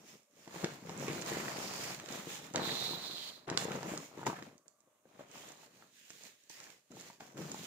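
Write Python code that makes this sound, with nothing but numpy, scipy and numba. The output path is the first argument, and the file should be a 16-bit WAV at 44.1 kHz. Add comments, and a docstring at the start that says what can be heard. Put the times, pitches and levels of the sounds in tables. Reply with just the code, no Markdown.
"""A paper mailer bag rustles on a bed as a cardboard shoebox slides out of it, is set down and opened; tissue follows.
Damped sines make the panels boom and creases crumple and snap; filtered grains of noise make paper hiss over card.
The box edge whistles once as stick-slip noise sweeps over tuned flaps; folds rasp, and walls pop over hollow thumps.
A small room answers the snaps and pops at a phone's two ports, over a faint room tone and a wavering hum."""
import sys
import numpy as np
from scipy import signal
from scipy.fft import rfft, irfft
from scipy.io import wavfile
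from scipy.ndimage import uniform_filter1d
from numba import njit

SR = 44100
rng = np.random.default_rng(int(sys.argv[2]) if len(sys.argv) > 2 else 0)


def volts(x):
    """Linear amplitude factor 10**(x/20) for a level x in dB, scalar or array-like."""
    e = np.asarray(x, float) / 20
    return 10 ** e


def digitize_waveform(pressure):
    """Quantize a signal to 16-bit integers and store it at the path in sys.argv[1].

    Rows of a 2-D input are taken as channels; values are limited to [-1, 1].
    """
    field = np.atleast_2d(pressure).T
    bounded = np.clip(field, -1, 1)
    quanta = np.round(bounded * 32767).astype(np.int16)
    wavfile.write(sys.argv[1], SR, quanta)


N = 337934  # length in samples
TIME = np.arange(N) / SR
LAG = 3  # samples by which shared sound reaches the left port late


def rustle():
    """Buckling and friction: panels boom in lumps, creases crumple in grains, paper slides with a fine hiss."""
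    # Spectrum of sliding paper. Each row: frequency in Hz, level in dB.
    hiss_spectrum = [(880, -36), (1500, -7.5), (1900, -3), (2500, 0), (3140, -2), (4660, -5), (5900, -2.5),
                     (7110, 1.5), (8090, -9), (9100, -8), (10900, -15), (14900, -9.5), (15800, -16.5)]
    coarse = TIME[::64]
    flex_db, crumple_db, hiss_db = (np.interp(TIME, coarse, db) for db in handling(coarse))
    surge = walk(21.91)  # the paper gives way in jerks that all parts share

    # harder handling sets larger panels booming
    large = patches((135, 215), 90, cycles=24.0, spread_db=2.5, alike=0.43)
    small = patches((200, 600), 200, cycles=7.0, spread_db=3.5, alike=0.92)
    boom = volts(0.35 * (flex_db + 37.5)) * large
    # the sum is held back as the boom grows
    flex = (boom + small) / np.sqrt(1 + volts(0.58 * (flex_db + 67.5)))
    crumple = patches((520, 2400), 500, cycles=3.06, spread_db=2.5, alike=0.15)

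    rubbing = share([grains(900, 3.9, 1.66) for _ in range(3)], alike=0.045)
    hiss = unit(colour(rubbing, hiss_spectrum))
    # the rubbing folds change, so bright spots wander through the hiss
    for hz in (1900, 4500):
        spot_hz = hz * np.exp(0.27 * walk(7))
        spot_gain = volts(-1.5 + 1.5 * walk(10))
        hiss = hiss + spot_gain * np.array([svf(port, spot_hz, hz / 7.6) for port in hiss])

    flex = flex * volts(flex_db + 0.56 * surge + 1.0 * walk(7))
    crumple = crumple * volts(crumple_db + 0.46 * surge)
    hiss = hiss * volts(hiss_db + 0.16 * surge + 2.27 * walk(30))
    return flex + sides(0.68 * walk(5.2)) * (crumple + hiss)


def handling(t):
    """Power addition: levels in dB of flexing, crumpling and hiss, summed over all strokes and jolts."""
    # Hand strokes that swell, hold and fade. Each row: start of the hold in seconds, length of the hold
    # in seconds, levels in dB of panel flexing, crumpling and sliding hiss as the hold starts.
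    strokes = [(0.0, .02, -56, -64, -67), (0.092, 0.047, -60, -63, -59), (0.391, 0.055, -65, -66.5, -65),
               (0.554, 0.11, -49.5, -47.5, -54), (0.716, 0.056, -47, -55, -58.5),
               (0.889, 0.039, -43.5, -50.5, -57), (1.016, 0.18, -36.5, -44, -51),
               (1.28, 0.63, -39.5, -41.5, -47.5), (1.995, 0.017, -47.5, -52.5, -56),
               (2.105, 0.099, -48.5, -46.5, -51), (2.302, 0.057, -50, -49.5, -50),
               (2.444, 0.029, -49.5, -52, -57), (2.673, 0.19, -47, -63, -47.5),
               (2.894, 0.4, -55, -54.5, -57.5), (3.613, 0.019, -60, -44, -51),
               (3.726, 0.038, -35, -43.5, -53.5), (3.866, 0.074, -35.5, -44.5, -52),
               (4.007, 0.019, -55, -54.5, -53), (4.193, 0.045, -46, -52, -60.5),
               (4.354, 0.11, -48.5, -53.5, -64.5), (4.804, 0.17, -79, -77.5, -85.5),
               (5.095, .03, -73.5, -70, -77), (5.19, .02, -65, -61.5, -69),
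               (5.358, 0.15, -59, -55.5, -57.5), (5.61, 0.04, -65, -62, -62.5), (5.76, 0.08, -65, -65, -66),
               (5.964, 0.11, -84, -87, -64.5), (6.107, 0.034, -68.5, -68, -59),
               (6.244, 0.018, -67, -61, -55), (6.404, 0.089, -90, -90, -69), (6.6, 0.1, -70, -59.5, -60),
               (7.014, 0.059, -74, -57, -54), (7.463, 0.22, -52.5, -55.5, -53.5)]
    # Sudden jolts after which the paper settles. Each row: time in seconds, levels in dB of panel flexing,
    # crumpling and sliding hiss, time to fade by 60 dB in seconds.
    jolts = [(0.637, -34, -39.5, -62, 0.29), (2.541, -53, -40.5, -63, 0.33),
             (2.551, -42, -36.5, -54.5, 1.85), (3.478, -43.5, -40, -77, 1.44),
             (3.58, -69.5, -60.5, -49, 0.43), (4.265, -29, -34.5, -42, 0.18), (4.66, -69, -69, -82, 0.33),
             (5.056, -68.5, -76, -92, 6.3), (5.196, -63, -55.5, -63.5, 0.47), (6.5, -79, -80, -54.5, 0.83),
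             (6.91, -49, -72, -64, 1.13), (7.203, -54, -53.5, -58, 0.69), (7.35, -42.5, -62, -77, 0.92),
             (7.372, -40.5, -51, -55, 1.3), (7.415, -35, -50, -52, 0.26)]
    rise_db_s, fall_db_s, jolt_rise_db_s = 137.5, 143, 2499
    bend_db_s2 = 298.5  # the far ends of a stroke's rise and fall steepen
    sag_db_s = (15, 6.5, -2)  # loss during the hold: flexing, crumpling, hiss
    power = 1e-14
    for s, hold, *db in strokes:
        before, after = np.maximum(s - t, 0), np.maximum(t - s - hold, 0)
        edge_db = rise_db_s * before + fall_db_s * after
        edge_db = edge_db + bend_db_s2 * np.maximum(before, after) ** 2
        sag_db = np.outer(sag_db_s, np.clip(t - s, 0, hold))
        power = power + volts(np.array(db)[:, None] - edge_db - sag_db) ** 2
    for s, *db, t60 in jolts:
        rise_db = jolt_rise_db_s * np.maximum(s - t, 0)
        fade_db = 20 * np.log10(1000) * np.maximum(t - s, 0) / t60
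        power = power + volts(np.array(db)[:, None] - rise_db - fade_db) ** 2
    return 10 * np.log10(power)


def patches(hz_range, rate, cycles, spread_db, alike):
    """Random buckling: patches of sheet each ring on their own pitch, and each port also hears its own patches."""
    streams = []
    for _ in range(3):
        when, pitch, size = rng.random((int(rate * N / SR), 3)).T
        hz = hz_range[0] * (hz_range[1] / hz_range[0]) ** pitch
        gain = volts(spread_db * np.minimum(-np.log(size + 1e-9), 4))
        streams.append(unit(rings(when * N, hz, cycles / hz, gain, N)))
    return share(streams, alike)


def grains(rate, spread_db, smooth):
    """Shot noise: fibre breaks at random moments, mostly small and a few big, over a share of smooth rubbing."""
    when, size, sign = rng.random(N), rng.exponential(size=N), rng.standard_normal(N)
    breaks = (when < rate / SR) * volts(spread_db * np.minimum(size, 5)) * np.sign(sign)
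    return unit(unit(breaks) + smooth * rng.standard_normal(N))


def scrape():
    """Stick-slip excitation sweeps over small stiff flaps, each flickering on its pitch; a sizzle goes with it."""
    # The box edge scrapes along the bag's mouth. Each row: time in seconds, level in dB, centre in Hz, width in Hz.
    sweep = [(2.6, -50, 3940, 400), (2.645, -42.5, 3770, 900), (2.72, -41, 3840, 795),
             (2.93, -40.5, 3950, 600), (2.97, -44.5, 3820, 500), (3.05, -45.5, 4040, 1000),
             (3.295, -50, 4180, 1000), (3.31, -58, 4240, 900), (3.36, -56, 4100, 900),
             (3.462, -75, 4150, 902)]
    # Resonant flaps. Each row: pitch in Hz, width in Hz, relative level in dB.
    flaps = [(3530, 62, 8.5), (3750, 52, 2), (3913, 110, 3.5), (4080, 86, 3), (4235, 90, 1), (4440, 140, 0)]
    # Spectrum of the sizzle. Each row: frequency in Hz, level in dB.
    sizzle_spectrum = [(2820, -52), (4800, -9), (7300, -2), (9310, -52), (10100, 5), (11100, -32),
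                       (14900, 24), (15800, -29)]
    s, db, hz, width_hz = np.transpose(sweep)
    centre, width = np.interp(TIME, s, hz), np.interp(TIME, s, width_hz)
    slips = share([grains(2500, 1.8, 0.55) for _ in range(3)], alike=0.4)
    whistle = 0
    for flap_hz, flap_width_hz, flap_db in flaps:
        near = 1 / (1 + (2 * (flap_hz - centre) / width) ** 2) ** 2
        pitch = flap_hz * (1 + 0.0082 * walk(16))
        flicker = volts(flap_db + 2.4 * walk(45))
        ringing = unit(np.array([svf(port, pitch, 1. * flap_width_hz) for port in slips]))
        whistle = whistle + near * flicker * ringing
    sizzle = unit(colour(slips, sizzle_spectrum))
    loud = volts(np.interp(TIME, s, db, left=-120, right=-120) + 1.7 * walk(55))
    return sides(-3.5)[:, None] * (unit(whistle) + volts(-20.0) * sizzle) * loud


def rasps():
    """Resonance under friction: short bursts of fibre breaks ring one fold."""
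    # Folds that rub and ring. Each row: start in seconds, length in seconds, level in dB, pitch in Hz, width in Hz.
    folds = [(1.077, 0.039, -48, 2250, 400), (1.213, 0.014, -50.5, 6760, 900),
             (1.293, 0.13, -48, 1880, 600), (1.53, .04, -53, 4600, 700), (1.618, .3, -51, 4800, 900),
             (1.82, 0.13, -52.5, 2200, 500), (3.165, .14, -52.5, 3200, 300),
             (3.58, 0.071, -47.5, 7000, 1500), (4.286, 0.056, -49.5, 1110, 300),
             (4.358, .04, -54.5, 1560, 500), (5.97, 0.065, -75, 1720, 250), (6.553, 0.125, -64, 1780, 350)]
    edge_s = 0.0065  # fade in and out
    slips = share([grains(700, 4.5, 1.0) for _ in range(3)], alike=0.3)
    out = np.zeros((2, N))
    for s, length, db, hz, width_hz in folds:
        span = slice(int((s - edge_s) * SR), int((s + length + 3 * edge_s) * SR))
        t = TIME[span]
        gate = np.clip(np.minimum(1 + (t - s) / edge_s, (s + length - t) / edge_s + 1), 0, 1)
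        burst = np.array([svf(port * gate, hz + 0 * t, 1. * width_hz) for port in slips[:, span]])
        out[:, span] += volts(db) * unit(burst)
    return out


def snaps():
    """Impulsive release: a crack is a spray of short partials, favoured near the crease's own pitch."""
    # Creases that snap loudly. Each row: time in seconds, level in dB, pitch in Hz, left minus right in dB.
    loud_snaps = [(0.4775, -45, 2800, -4), (0.559, -41, 2680, 1), (0.6214, -41, 2650, 1),
                  (0.6442, -21, 2630, 1.5), (0.8939, -35.5, 2500, -6), (0.9766, -44.5, 7590, -8),
                  (1.0815, -31, 2530, -4), (1.221, -32, 2660, -7), (1.2613, -35.5, 5170, -3),
                  (1.483, -38, 2300, 2), (1.999, -33, 2430, 2), (2.0595, -37, 2840, -6),
                  (2.088, -35, 3000, -6), (2.124, -38.5, 5000, -8), (2.312, -47, 5000, -4),
                  (2.3463, -44, 7040, -8), (2.39, -48, 6000, -6), (2.5381, -41, 6840, -4),
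                  (2.5588, -19.5, 3600, -0.5), (3.4805, -41, 2800, 14), (3.5002, -27.5, 3800, -1),
                  (3.5745, -15.5, 3370, -6), (3.7179, -27, 2380, -.8), (3.7595, -41.5, 7500, -5),
                  (3.8302, -39, 3060, -13), (3.976, -30.5, 5640, 0), (4.2685, -37, 5560, -11.5),
                  (4.277, -38, 5000, -4), (4.4253, -36.5, 2550, -2), (4.58, -55, 6450, -3.5),
                  (4.6808, -50.5, 6700, -7), (4.805, -61.5, 6800, -4), (5.3142, -51.5, 7080, -9),
                  (5.4883, -50, 6840, -8), (5.52, -47.5, 7390, -6.5), (6.104, -43.5, 6350, -5.5),
                  (6.236, -43, 7100, -5), (6.4966, -46.5, 6900, -13), (6.602, -43, 4500, -4),
                  (6.64, -46, 4500, -3), (6.7023, -47, 2660, -16), (7.0095, -48, 7250, -11),
                  (7.206, -37.5, 2300, 1), (7.3773, -41, 2800, -7), (7.517, -34.5, 7000, 0),
                  (7.5434, -43, 7100, -3)]
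    # Spectrum of a crack. Each row: frequency in Hz, level in dB.
    crack_spectrum = [(880, -59.5), (1500, 0.5), (2480, -11), (3110, -8.5), (5840, -1.5), (7330, 4.5),
                      (10400, -20.5), (12000, -44), (15800, -6.5)]
    # small snaps come at random, a little louder than the hiss of the moment
    tick_rate, tick_db, tick_spread_db = 14, 4, 3.0  # count per s, dB above the hiss, dB
    low_hz, high_hz = 2500, 7500
    when, size, pitch, side = rng.random((int(tick_rate * N / SR), 4)).T
    when = when * N / SR
    level_db = handling(when)[-1] + tick_db + tick_spread_db * np.minimum(-np.log(size + 1e-9), 2)
    ticks = np.transpose([when, level_db, low_hz * (high_hz / low_hz) ** pitch, -6.5 * side])

    rows = np.vstack([loud_snaps, ticks])
    rows = rows[np.argsort(rows[:, 0])]
    s, db, hz, pan_db = rows.T
    chance = rng.random((len(rows), 16))
    curve_hz, curve_db = np.transpose(crack_spectrum)
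    crack = 0
    for k, spread in enumerate(chance.T):
        partial = 1300 * 12. ** ((k + spread) / 16)
        tilt_db = np.interp(np.log(partial), np.log(curve_hz), curve_db)
        tilt_db = tilt_db - 10 * np.abs(np.log2(partial / hz))
        # each partial dies by 60 dB in 12 ms; signs alternate
        crack = crack + (-1) ** k * rings(s * SR, partial, 0.012 + 0 * s, volts(db + tilt_db), N)
    return placed(crack, s, pan_db, wet_db=-11, t60_share=0.97)


def bumps():
    """Modal ringing: a pop rings the wall on its pitch and on neighbours of chance; the hollow box thumps below."""
    # Card and bag walls that pop or are knocked. Each row: time in seconds, pop level in dB, pitch in Hz,
    # thump level in dB.
    knocks = [(0.476, -46.5, 884, -50.5), (0.56, -44, 895, -46), (0.642, -51, 533, -35.5),
              (0.895, -38.5, 875, -46), (1.026, -36, 530, -70), (1.082, -34, 420, -56),
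              (1.1, -39, 2100, -37.5), (1.2, -63, 450, -49), (1.318, -40, 477, -42), (1.37, -38, 423, -42),
              (1.482, -31.5, 1900, -47), (1.997, -45, 1310, -58), (2.123, -45, 566, -51),
              (2.271, -52, 606, -43), (2.311, -53, 900, -55), (2.539, -56, 716, -54),
              (2.548, -34, 950, -41), (2.558, -34.5, 606, -52), (2.575, -37, 650, -51),
              (2.592, -41, 497, -40), (2.619, -37, 1090, -40), (2.674, -49, 880, -40.5),
              (2.692, -33, 1880, -50), (2.908, -41, 403, -50), (2.934, -40, 945, -47.5),
              (3.48, -42, 418, -71), (3.5, -37, 1800, -48), (3.515, -43, 600, -40.5),
              (3.526, -40, 1910, -46), (3.549, -38, 380, -48), (3.574, -29.5, 1135, -48),
              (3.653, -34, 455, -50), (3.684, -41, 434, -47), (3.708, -37.5, 485, -63),
              (3.754, -37, 527, -48), (3.83, -35, 950, -55), (3.854, -45.5, 502, -49),
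              (3.918, -44, 565, -59), (3.937, -43, 600, -44), (3.974, -43, 1230, -64),
              (4.116, -52.5, 804, -72), (4.176, -48, 915, -52), (4.193, -43, 997, -61),
              (4.215, -42, 930, -70), (4.231, -37.5, 880, -53), (4.252, -45, 1880, -50),
              (4.266, -29.5, 900, -57), (4.274, -28.5, 970, -70), (4.283, -45, 510, -51),
              (4.3, -33.5, 970, -46), (4.33, -39, 800, -53), (4.391, -46, 1520, -68),
              (4.424, -43.5, 1830, -50.5), (4.66, -71.5, 1500, -76), (4.875, -65, 520, -89.5),
              (5.055, -57.5, 510, -85.5), (5.194, -44, 576, -81), (5.208, -44.5, 583, -81),
              (5.356, -47, 916, -75), (5.633, -51.5, 870, -84), (5.824, -49, 1360, -74),
              (6.104, -46, 1840, -63), (6.501, -53, 897, -67), (6.602, -53, 1810, -77),
              (6.668, -50, 1700, -72), (6.907, -71, 397, -59), (6.923, -52, 1360, -76),
              (6.969, -51, 844, -58), (7.101, -46.5, 940, -87), (7.206, -44.5, 790, -70.5),
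              (7.22, -60, 505, -64), (7.393, -47, 485, -55), (7.414, -47, 567, -47), (7.479, -56, 745, -58),
              (7.545, -40.5, 850, -55)]
    # Modes of the hollow box. Each row: frequency in Hz, relative level in dB, time to fall by 60 dB in seconds.
    box_modes = [(127.7, -16, 0.034), (178, -3, 0.16), (273, -10.5, 0.06), (344, 6.5, 0.044),
                 (455, -3.5, 0.1)]
    s, db, hz, thump_db = np.transpose(knocks)
    chance = rng.standard_normal((len(s), 5))
    t60 = 0.032 * (hz / 700) ** -0.6  # seconds; higher pops die sooner
    pop = rings(s * SR, hz, t60, volts(db), N)
    for near in chance.T:
        pop = pop + rings(s * SR, hz * np.exp(0.11 + 0.45 * near), 1.17 * t60, volts(db - 10.0), N)
    # the pops carry little treble above about 3 kHz
    pop = signal.sosfilt(signal.butter(2, 3200, fs=SR, output="sos"), pop)
    thump = 0
    for mode_hz, mode_db, ring_s in box_modes:
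        thump = thump + rings(s * SR, mode_hz + 0 * s, ring_s + 0 * s, volts(thump_db + mode_db), N)
    return thump + placed(pop, s, 0 * s, wet_db=-14, t60_share=0.8)


def placed(x, s, pan_db, wet_db, t60_share):
    """Position dependence: events take turns among four spots, each with its own room response."""
    spots = 4
    turn = np.clip(np.searchsorted(s * SR, np.arange(N), side="right") - 1, 0, None)
    x = x * sides(pan_db[turn])
    return sum(space(x * (turn % spots == k), wet_db, t60_share) for k in range(spots))


def space(x, wet_db, t60_share):
    """Reverberation: direct sound, late at the left port, then the near wall and a different tail at each port."""
    # Decay of the room. Each row: frequency in Hz, time to fall by 60 dB in seconds, ahead of t60_share.
    decay = [(150, 0.38), (600, 0.49), (2400, 0.44), (9000, 0.14)]
    wall_s = 0.0077  # delay of the nearest wall's echo
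    t = TIME[:SR // 2]
    tail = 0
    for hz, t60 in decay:
        mid, side = rng.standard_normal((2, len(t)))
        # the ports differ less in the bass
        pair = mid + min(hz / 670.0, 1) ** 2.1 * side * np.array([[1], [-1]])
        edges = [hz / 2, min(hz * 2, SR * .45)]
        band = signal.sosfilt(signal.butter(1, edges, "bandpass", fs=SR, output="sos"), pair)
        tail = tail + band / np.sqrt(hz) * 1000. ** (-t / (t60 * t60_share))
    tail = signal.sosfilt(signal.butter(1, 1500, "highpass", fs=SR, output="sos"), tail)
    tail = tail * np.minimum(t / wall_s, 1) ** 2
    tail = volts(wet_db) * tail / np.sqrt(np.sum(tail ** 2) / 2)
    tail[:, int(wall_s * SR)] += volts(wet_db - 6)
    tail[0, LAG] += 1
    tail[1, 0] += 1
    return through(x, tail)


def floor():
    """Diffuse background: faint room tone, alike at both ports in the bass only, and a hollow wavering hum."""
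    # Spectrum of the room tone. Each row: frequency in Hz, level in dB.
    tone_spectrum = [(18, -48.5), (30, -11), (450, -14.5), (612, -6.5), (716, -23), (1200, -13),
                     (1550, -26.5), (4610, -38), (6150, -14), (15800, -25)]
    # Level of the hollow hum. Each row: time in seconds, level in dB relative to the background.
    hum_level = [(4.5, -1), (5.6, 0), (5.8, -10)]
    floor_db = -78.5
    mid, side, drive = rng.standard_normal((3, N))
    side = signal.sosfilt(signal.butter(2, 500, "highpass", fs=SR, output="sos"), side)
    tone = colour(mid + side * np.array([[1], [-1]]), tone_spectrum)
    low_hum = unit(svf(drive, 605. * (1 + .03 * walk(6)), 30.)) * volts(-1 + 5 * walk(14))
    high_hum = unit(svf(mid, 1100.0 * (1 + .06 * walk(6)), 90.)) * volts(-8.5 + 4.4 * walk(14))
    hum = (low_hum + high_hum) * volts(np.interp(TIME, *np.transpose(hum_level)))
    return (unit(tone) + hum) * volts(floor_db + 1.5 * walk(3.76))


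@njit
def rings(start, hz, t60, gain, size):
    """Free decay: a sum of damped sines, each struck once."""
    out = np.zeros(size)
    for k in range(len(hz)):
        z, p = gain[k] + 0j, np.exp((2j * np.pi * hz[k] - np.log(1000) / t60[k]) / SR)
        first = int(start[k])
        for i in range(first, min(first + int(t60[k] * SR), size)):
            z *= p
            out[i] += z.imag
    return out


@njit
def svf(x, hz, width):
    """Resonance: a state-variable band-pass with a moving centre, gain 1 at the centre."""
    y, b, l = np.empty(len(x)), 0., 0.
    for i in range(len(x)):
        g, k = np.tan(np.pi * hz[i] / SR), width / hz[i]
        v = (b + g * (x[i] - l)) / (1 + g * (g + k))
        b, l, y[i] = 2 * v - b, l + 2 * g * v, k * v
    return y


def share(streams, alike):
    """Coherence: a common stream, late on the left, plus one per port; long waves reach both alike."""
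    alike = np.clip(alike, 0, 1)
    common = np.array([np.roll(streams[0], LAG), streams[0]])
    apart = np.sqrt(alike) * common + np.sqrt(1 - alike) * np.array(streams[1:])
    bass = signal.butter(2, 400, fs=SR, output="sos")
    return apart + signal.sosfiltfilt(bass, common - apart)


def sides(pan_db):
    """Level difference: gains of left and right, pan_db apart."""
    return volts(np.array([pan_db, -pan_db]) / 2)


def walk(rate):
    """Slow random modulation: levels held 1 / rate s and slewed twice; spread near 1."""
    k = int(SR / rate)
    held = np.repeat(rng.standard_normal(N // k + 1), k)
    return 0.78 * uniform_filter1d(uniform_filter1d(held, k), k)[:N]


def unit(x):
    """Normalisation: scaled to rms 1."""
    return x / np.sqrt(np.mean(x ** 2) + 1e-30)


def colour(x, points):
    """Minimum phase: a causal filter, made by folding the cepstrum, whose gain follows (Hz, dB) points."""
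    hz, db = np.transpose(points)
    size = 2048
    grid = np.log(np.maximum(np.arange(size // 2 + 1), .5) * SR / size)
    cepstrum = irfft(np.interp(grid, np.log(hz), db) * np.log(10) / 20)
    cepstrum[1:size // 2] *= 2
    cepstrum[size // 2 + 1:] = 0
    return through(x, irfft(np.exp(rfft(cepstrum))))


def through(x, response):
    """Convolution: x heard through an impulse response."""
    return signal.fftconvolve(np.atleast_2d(x), np.atleast_2d(response), axes=1)[:, :N]


def scene():
    """Superposition: all sources add at the two ports."""
    return rustle() + scrape() + rasps() + snaps() + bumps() + floor()


def top_cut(x):
    """Nothing passes above the cut-off."""
    return signal.sosfilt(signal.butter(12, 16290, fs=SR, output="sos"), x)


def record(dry):
    """Frequency response: the left port is fuller, the right brighter; both ends of the range are cut."""
    # Difference between the ports. 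Each row: frequency in Hz, left minus right in dB.
    port_balance = [(60, -6), (110, 2.5), (200, 1.5), (380, 5), (700, 2.5), (1290, 0), (2380, -2.5),
                    (4400, -4.5), (8120, -5), (15000, -7)]
    # Loss of bass at both ports. Each row: frequency in Hz, gain in dB.
    bass_cut = [(25, -28), (55, -24), (90, -9), (135, -0.5)]
    top_hz = 15600
    hz, db = np.transpose(port_balance)
    left = colour(dry[0], np.transpose([hz, db / 2]))
    right = colour(dry[1], np.transpose([hz, -db / 2]))
    ports = colour(np.vstack([left, right]), bass_cut)
    ports = signal.sosfilt(signal.ellip(10, .2, 70, top_hz, fs=SR, output="sos"), ports)
    return top_cut(ports)


dry = scene()
out = record(dry)
digitize_waveform(out)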